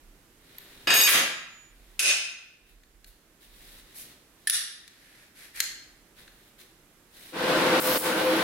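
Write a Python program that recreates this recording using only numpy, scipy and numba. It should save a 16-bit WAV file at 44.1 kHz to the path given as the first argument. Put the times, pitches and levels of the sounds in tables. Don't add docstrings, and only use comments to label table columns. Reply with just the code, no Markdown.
import sys
import numpy as np
from scipy import signal
from scipy.fft import rfft, irfft
from scipy.io import wavfile
from scipy.ndimage import uniform_filter1d, minimum_filter1d
from numba import njit

SR = 44100
rng = np.random.default_rng(int(sys.argv[2]) if len(sys.argv) > 2 else 0)


def dump(signal):
    limited = np.clip(np.atleast_2d(signal).T, -1, 1)
    pcm = np.round(limited * 32767).astype(np.int16)
    wavfile.write(sys.argv[1], SR, pcm)


N = 371763
TIME = np.arange(N) / SR

# frequency in Hz, correlation.
DIFFUSE_LIKENESS = [(100, .97), (330, .96), (450, .92), (620, .76), (1200, .42), (3500, .05), (10000, -.1)]
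# frequency in Hz, correlation.
DIRECT_LIKENESS = [(400, .95), (1500, .75), (4000, .42), (10000, .25)]
# frequency in Hz, relative level in dB per Hz.
SMALL_CONTACT_BODY = [(100, -37.5), (500, -23.5), (1000, -18.5), (1400, -3.5), (2800, 1.5), (4100, 5),
                      (5300, -5.5), (7000, -2), (8500, -11), (11500, -8), (16000, -23.5)]
# frequency in Hz, width in Hz, full lift in dB.
PLATE_RESONANCES = [(1560, 540, 5), (1856, 740, 9), (4150, 530, 2.5)]


def amp(db):
    return 10 ** (np.asarray(db) / 20)


def unit(x):
    return x / np.sqrt(np.mean(x ** 2))


def at_hz(table, hz):
    f, value = np.transpose(table)
    return np.interp(np.log(hz + 1), np.log(f), value)


def fade(t60, size):
    return np.exp(-np.log(1000) * TIME[:size] / t60)


def envelope(start_s, length_s, rise_s, fall_s):
    age = np.maximum(TIME - start_s, 0)
    attack = 1 - np.exp(-(age / rise_s) ** 2)
    release = np.exp(-np.maximum(age - length_s, 0) / fall_s)
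    return attack * release


def flicker(rate, depth_db):
    knots = rng.standard_normal(N)
    level_db = depth_db * np.interp(TIME * rate, np.arange(N), knots)
    return unit(amp(level_db))


def noise(colour, likeness, size=N, tilt_db=0, peaks=()):
    hz = np.arange(size // 2 + 1) * SR / size
    db = at_hz(colour, hz) + tilt_db * np.log2(hz / 4000 + .1)
    db = db + sum(lift / (1 + (2 * (hz - f) / width) ** 2) for f, width, lift in peaks)
    alike = np.clip(at_hz(likeness, hz), -1, 1)
    white = rfft(rng.standard_normal((2, size)))
    mid, side = white * amp(db) * np.sqrt([1 + alike, 1 - alike])
    return unit(irfft([mid + side, mid - side], size))


def add(out, s, sound):
    i = int(s * SR)
    out[:, i:i + sound.shape[1]] += sound[:, :N - i]


def pan(x, left_db):
    return x * amp(np.array([[left_db], [-left_db]]) / 2)


def strike(blows, modes, body, body_t60, peaks=(), scatter_db=2):
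    out = np.zeros((2, N))
    hz, mode_db, t60 = np.transpose(modes)[:, :, None]
    contact = 1 - np.exp(-(TIME[:SR] / 0.0012) ** 2)
    for s, db, tilt_db, ring_db in blows:
        scatter = scatter_db * rng.standard_normal(hz.shape)
        weight = amp(mode_db + tilt_db * np.log2(hz) + scatter)
        lag = rng.uniform(-0.69, 1, hz.shape) * np.minimum(hz / 4000, 1)
        phase = 2 * np.pi * (hz * TIME[:SR] + rng.random(hz.shape)) + np.array([lag, -lag])
        ring = (weight * fade(t60, SR) * np.sin(phase)).sum(axis=1)
        ring = ring / np.sqrt(np.sum(weight ** 2) / 2)
        wash = noise(body, DIRECT_LIKENESS, size=SR, tilt_db=tilt_db, peaks=peaks) * fade(body_t60, SR)
        add(out, s, amp(db) * contact * (wash + amp(ring_db) * ring))
    return out


def room_tone():
    # frequency in Hz, relative level in dB per Hz.
    floor_colour = [(25, -27.5), (60, -18), (107, -18), (168, -16.5), (240, -17.5), (330, -14.5),
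                    (450, -21), (900, -26), (1760, -25), (4810, -31.5), (13200, -31), (16000, -39.5)]
    return amp(-60) * noise(floor_colour, DIFFUSE_LIKENESS)


def rumble():
    # frequency in Hz, relative level in dB per Hz.
    rumble_colour = [(15, -34), (25, -16), (32, -5.5), (41, -1.5), (55, -15), (90, -33.5), (300, -69.5)]
    # start in seconds, length in seconds, level in dB.
    bouts = [(0, 0.075, -55), (.62, .25, -77), (1.686, 0.37, -58), (2.57, 0.57, -59.5),
             (3.447, 0.35, -57.5), (5.52, 1.02, -74), (7.48, .25, -74)]
    rest_db, rise_s, fall_s = -71, 0.039, 0.075
    swell = sum(amp(db) * envelope(s, length_s, rise_s, fall_s) for s, length_s, db in bouts)
    return (amp(rest_db) + swell) * noise(rumble_colour, DIFFUSE_LIKENESS)


def gas():
    # frequency in Hz, relative level in dB per Hz.
    gas_colour = [(40, -29), (110, -22.5), (165, -9.5), (250, -7.5), (330, -3.5), (390, -9.5), (480, -4),
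                  (560, -8), (1550, -9), (1950, -11.5), (4030, -16), (6650, -28.5), (10700, -28),
                  (16000, -35)]
    # frequency in Hz, width in Hz, lift in dB.
    hollows = [(322, 14, 9), (514, 16, 16), (618, 20, 5), (890, 20, 6), (1029, 25, 4), (1419, 14, 6),
               (1534, 24, 8)]
    start_s, rise_s, level_db = 7.32, 0.15, -20.5
    flow = 1 - np.exp(-np.maximum(TIME - start_s, 0) / rise_s)
    rush = noise(gas_colour, DIFFUSE_LIKENESS, peaks=hollows)
    return amp(level_db) * flow * flicker(rate=34, depth_db=0.7) * rush


def arc():
    # start in seconds, level in dB, t60 in seconds, rise in seconds.
    sparks = [(7.799, -3.5, 0.27, 0.0015), (7.976, 11, 0.13, 0.011)]
    # frequency in Hz, relative level in dB per Hz.
    spark_colour = [(500, -44), (6000, -29.5), (9500, -20), (15500, -20), (17500, -0.5), (20000, -6)]
    # frequency in Hz, relative level in dB per Hz.
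    arc_colour = [(1000, -3), (5000, 3.5), (7500, -4.5), (9500, 3), (11200, -1), (12200, 10.5), (13200, 0),
                  (15000, 2), (16000, 7)]
    strike_db, steady_db = -25, -36
    strike_s, rise_s, settle_s = 0.24, .012, 0.014
    whine_hz, whine_db, whine_start_s = 10602, -44, 8.08
    lit_s = sparks[0][0]
    striking = amp(strike_db) * envelope(lit_s, strike_s, rise_s, settle_s)
    steady = amp(steady_db) * (TIME > lit_s)
    out = (striking + steady) * noise(arc_colour, DIRECT_LIKENESS)
    for s, db, t60, spark_rise_s in sparks:
        burst = fade(t60, SR) * (1 - np.exp(-TIME[:SR] / spark_rise_s))
        add(out, s, amp(db) * burst * noise(spark_colour, DIRECT_LIKENESS, size=SR))
    whine = amp(whine_db) * (TIME > whine_start_s) * np.sin(2 * np.pi * whine_hz * TIME)
    return out * flicker(rate=390, depth_db=1.5) + whine * flicker(rate=110, depth_db=1)


def stroke(length_s):
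    return envelope(0, length_s, rise_s=0.32 * length_s, fall_s=.035)[:SR]


def handling():
    # start in seconds, length in seconds, level in dB, brightness in dB per octave.
    rubs = [(0.329, .53, -54, -1.5), (1.664, .3, -63.5, 0), (2.642, 0.07, -59, 0.5),
            (3.055, 0.029, -51, 6.5), (3.393, .055, -54, 1), (3.432, 0.36, -52, 1), (3.781, 0.34, -55, -1),
            (4.295, 0.37, -61, 0), (6.148, 0.072, -52.5, -1.5), (6.199, 0.29, -63, 0.5),
            (6.574, .04, -51, .5), (7.089, 0.22, -49, 0.5)]
    # frequency in Hz, relative level in dB per Hz.
    rub_colour = [(200, 0.5), (900, -9), (1800, -1.5), (4000, 0), (6500, -7), (11000, -2), (16000, -6)]
    # frequency in Hz, width in Hz, lift in dB.
    rub_resonances = [(1800, 580, 4.5), (3770, 830, 4.5)]
    # start in seconds, length in seconds, level in dB, brightness in dB per octave,
    # share of the plate's resonances from 0 to 1.
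    slides = [(3.934, 0.081, -42.5, 5, 0), (4.798, 0.45, -56.5, -1.5, 0.5), (5.328, 0.13, -49.5, 0, 0.47),
              (5.53, 0.091, -38.5, 1, 0.94)]
    # frequency in Hz, relative level in dB per Hz.
    slide_colour = [(200, -22), (600, -15.5), (1050, -15.5), (1600, -4.5), (2300, -1), (2900, -3.5),
                    (4200, -3), (7000, -8.5), (11500, -2.5), (16000, -16.5)]
    out = np.zeros((2, N))
    for s, length_s, db, tilt_db in rubs:
        rub = noise(rub_colour, DIFFUSE_LIKENESS, size=SR, tilt_db=tilt_db, peaks=rub_resonances)
        add(out, s, amp(db) * stroke(length_s) * rub)
    for s, length_s, db, tilt_db, share in slides:
        peaks = [(hz, width, share * lift) for hz, width, lift in PLATE_RESONANCES]
        slide = noise(slide_colour, DIFFUSE_LIKENESS, size=SR, tilt_db=tilt_db, peaks=peaks)
        add(out, s, amp(db) * stroke(length_s) * slide)
    grain = flicker(rate=350, depth_db=1.5)
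    return grain * out


def singing():
    start_s, length_s, level_db = 1.205, 0.52, -47
    centre_hz, beat_hz, t60_s = 6901, 3.76, 3
    pair = np.sin(np.pi * beat_hz * TIME) * np.sin(2 * np.pi * centre_hz * TIME)
    held = envelope(0, length_s, rise_s=.03, fall_s=.03)
    ring = amp(level_db) * pair * fade(t60_s, N) * held
    out = np.zeros((2, N))
    add(out, start_s, pan(ring, left_db=-14.0))
    return out


def magnet():
    # start in seconds, level in dB, brightness in dB per octave, ring in dB.
    snap_blows = [(1.992, 12, 6.5, -15), (2.001, -8, -10.5, -3.5)]
    # frequency in Hz, relative level in dB, t60 in seconds.
    magnet_modes = [(2449, -6, .3), (2584, -2, .4), (2625, -5, .45), (2842, 1, .3), (5103, -6, .2),
                    (5133, -10, .2), (6519, -10, .2), (10030, -4, .15)]
    # frequency in Hz, relative level in dB per Hz.
    magnet_body = [(100, -55), (330, -21), (900, -15), (1500, 1.5), (2700, 7.5), (4000, 1.5), (6500, -3.5),
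                   (9000, -7), (11000, -11), (13000, -20.5), (15500, -30), (17500, -5)]
    # frequency in Hz, width in Hz, lift in dB.
    stack_resonances = [(680, 200, 9), (1450, 250, 6), (2560, 260, 12), (2842, 90, 10), (5110, 150, 8),
                        (5523, 120, 5), (6470, 280, 8), (8640, 220, 9), (10040, 130, 17), (11655, 170, 13),
                        (12200, 150, 8), (14250, 350, 7)]
    # start in seconds, level in dB, brightness in dB per octave, ring in dB.
    touch_blows = [(4.4715, -21, 4, 6)]
    # frequency in Hz, relative level in dB, t60 in seconds.
    edge_modes = [(1770, 3, .04), (9420, -4, .05), (10400, -6, .04)]
    # start in seconds, level in dB, brightness in dB per octave, ring in dB.
    click_blows = [(4.4972, 7.5, 6.5, -14), (4.506, -5.5, 2.5, -4)]
    # frequency in Hz, relative level in dB, t60 in seconds.
    plate_modes = [(3580, 2.5, 0.042), (4980, -5, 0.056), (9420, 2, 0.036), (10300, -1, .05),
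                   (10750, 4, 0.045), (10700, -8, .04)]
    # frequency in Hz, relative level in dB per Hz.
    plate_body = [(100, -42), (500, -24), (1100, -16), (1650, -7), (3000, 0), (5000, -1.5), (6500, -9),
                  (8500, -8), (10800, -2), (12000, -11), (16000, -24)]
    # start in seconds, level in dB,
    # brightness in dB per octave, ring in dB.
    tick_blows = [(2.834, -46, 1.5, -21.5), (3.043, -37.5, 3.5, -23), (4.877, -35, 5, -23),
                  (5.602, -9.5, 6.5, -17.5), (6.277, -41, -1, -14), (7.167, -50, 5, -11)]
    # frequency in Hz, relative level in dB, t60 in seconds.
    seated_modes = [(1900, -3, .08), (4054, -3, .09), (4237, 0, .1), (6309, -12, .08), (6697, -12, .08)]
    snap = strike(snap_blows, magnet_modes, magnet_body, body_t60=0.11, peaks=stack_resonances)
    touch = strike(touch_blows, edge_modes, plate_body, body_t60=0.06, peaks=PLATE_RESONANCES)
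    clicks = strike(click_blows, plate_modes, plate_body, body_t60=0.017, peaks=PLATE_RESONANCES)
    ticks = strike(tick_blows, seated_modes, SMALL_CONTACT_BODY, body_t60=0.024, peaks=PLATE_RESONANCES)
    return snap + touch + clicks + ticks


def bracket():
    # start in seconds, level in dB, brightness in dB per octave, ring in dB.
    graze_blows = [(.5828, -40, 1.5, 18)]
    # frequency in Hz, relative level in dB, t60 in seconds.
    corner_modes = [(1826, -20.5, 0.024), (12500, -0.5, .008), (13200, -6.5, 0.011)]
    # start in seconds, level in dB, brightness in dB per octave, ring in dB.
    rocking_blows = [(.8705, -20, -5, -8.5), (.903, -13.5, -2, -6.5), (.939, -18.5, 7, 4),
                     (.966, -18.5, 2, 6), (1.012, -20, 2, 7.5), (1.036, -19.5, 0, 10)]
    # frequency in Hz, relative level in dB, t60 in seconds.
    bracket_modes = [(1712, -5, .3), (2514, -3, .4), (2850, -1, .3), (3746, 5, .4), (4642, -7, .4),
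                     (4871, -5, .25), (4915, -10, .25), (5423, -2, .4), (6597, 7, .45), (7984, -8, .4),
                     (8550, 0, .45), (10018, -7, .2), (11722, 2, .3), (12232, 3, .25), (14200, -1, .2)]
    # frequency in Hz, relative level in dB per Hz.
    rocking_body = [(50, -36.5), (150, -21), (330, -11.5), (900, -6.5), (1400, -1.5), (3000, 3),
                    (5000, -7.5), (8000, -8.5), (12000, -17), (15500, -25)]
    # start in seconds, level in dB, brightness in dB per octave, ring in dB.
    landing_blows = [(1.074, -3, 3, -15), (1.09, -7, 15.5, -10), (1.14, -18.5, -6, -16)]
    # frequency in Hz, relative level in dB, t60 in seconds.
    table_modes = [(1610, 0, .6), (2482, -7, .4), (2745, -7, .4), (3343, -7, .4), (6100, -10, .3),
                   (7768, -13, .3), (9760, -12, .2), (10602, -5, .35), (13318, -15, .2), (13588, -11, .25)]
    # frequency in Hz, relative level in dB per Hz.
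    table_body = [(50, -25), (150, -13.5), (330, -6.5), (900, -6.5), (1600, 6), (3000, 5), (5000, -5),
                  (8000, -11), (12000, -11), (15500, -29)]
    graze = strike(graze_blows, corner_modes, SMALL_CONTACT_BODY, body_t60=0.025)
    buzz_width_hz, buzz_lift_db = 110, 13
    buzz = [(hz, buzz_width_hz, buzz_lift_db) for hz, _, _ in bracket_modes]
    rocking = strike(rocking_blows, bracket_modes, rocking_body, body_t60=0.77, peaks=buzz, scatter_db=3.0)
    landing_s = landing_blows[0][0]
    free = np.exp(-np.maximum(TIME - landing_s, 0) / 0.018)
    landing = strike(landing_blows, table_modes, table_body, body_t60=0.22)
    return graze + free * rocking + landing


def workshop(x, wet_db, build_s):
    # frequency in Hz, t60 in seconds.
    room_t60 = [(100, 0.85), (400, 0.49), (2000, 0.7317), (5000, 0.6048), (8000, 0.48), (14000, 0.3)]
    # frequency in Hz, relative level in dB.
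    room_colour = [(100, -1), (500, 9.5), (2000, 1), (6000, 4.5), (15000, 2)]
    wash = rfft(noise(room_colour, DIFFUSE_LIKENESS, size=SR))
    hz = np.arange(wash.shape[1])
    band_hz = np.array(room_t60)[:, 0]
    tail = 0
    for own, (_, t60) in zip(np.eye(len(room_t60)), room_t60):
        share = at_hz(np.column_stack([band_hz, own]), hz)
        tail = tail + irfft(wash * share, SR) * fade(t60, SR)
    build = 1 - np.exp(-(TIME[:SR] / build_s) ** 2)
    tail = unit(tail * build) / np.sqrt(SR)
    mono = x.sum(axis=0, keepdims=True) / np.sqrt(2)
    return x + amp(wet_db) * signal.fftconvolve(mono, tail, axes=1)[:, :N]


def scene():
    background = pan(room_tone() + rumble(), left_db=-4.0)
    rush = pan(gas(), left_db=0.85)
    work = workshop(arc() + handling() + magnet() + bracket(), wet_db=-7, build_s=0.018)
    return background + rush + singing() + work


@njit
def follow(size, attack, release):
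    out, e = np.empty(len(size)), 0.
    for i in range(len(size)):
        e += (size[i] - e) * (attack if size[i] > e else release)
        out[i] = e
    return out


def limiter(x, ceiling_db, attack_s, release_s):
    linger_share, linger_s = 0.29, 0.56
    ceiling = amp(ceiling_db)
    size = np.abs(x).max(axis=0)
    attack = 1 - np.exp(-1 / (attack_s * SR))
    fast_peak = follow(size, attack, 1 - np.exp(-1 / (release_s * SR)))
    slow_peak = follow(size, attack, 1 - np.exp(-1 / (linger_s * SR)))
    fast = ceiling / np.maximum(fast_peak, ceiling)
    slow = ceiling / np.maximum(slow_peak, ceiling)
    gain = np.minimum(fast, slow ** linger_share)
    return x * uniform_filter1d(minimum_filter1d(gain, size=45), size=45)


def record(dry):
    top_hz = 15900
    held = limiter(dry, ceiling_db=-9.0, attack_s=0.000067, release_s=0.031)
    low_pass = signal.ellip(12, .1, 90, top_hz, fs=SR, output="sos")
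    return signal.sosfilt(low_pass, held)


dry = scene()
out = record(dry)
dump(out)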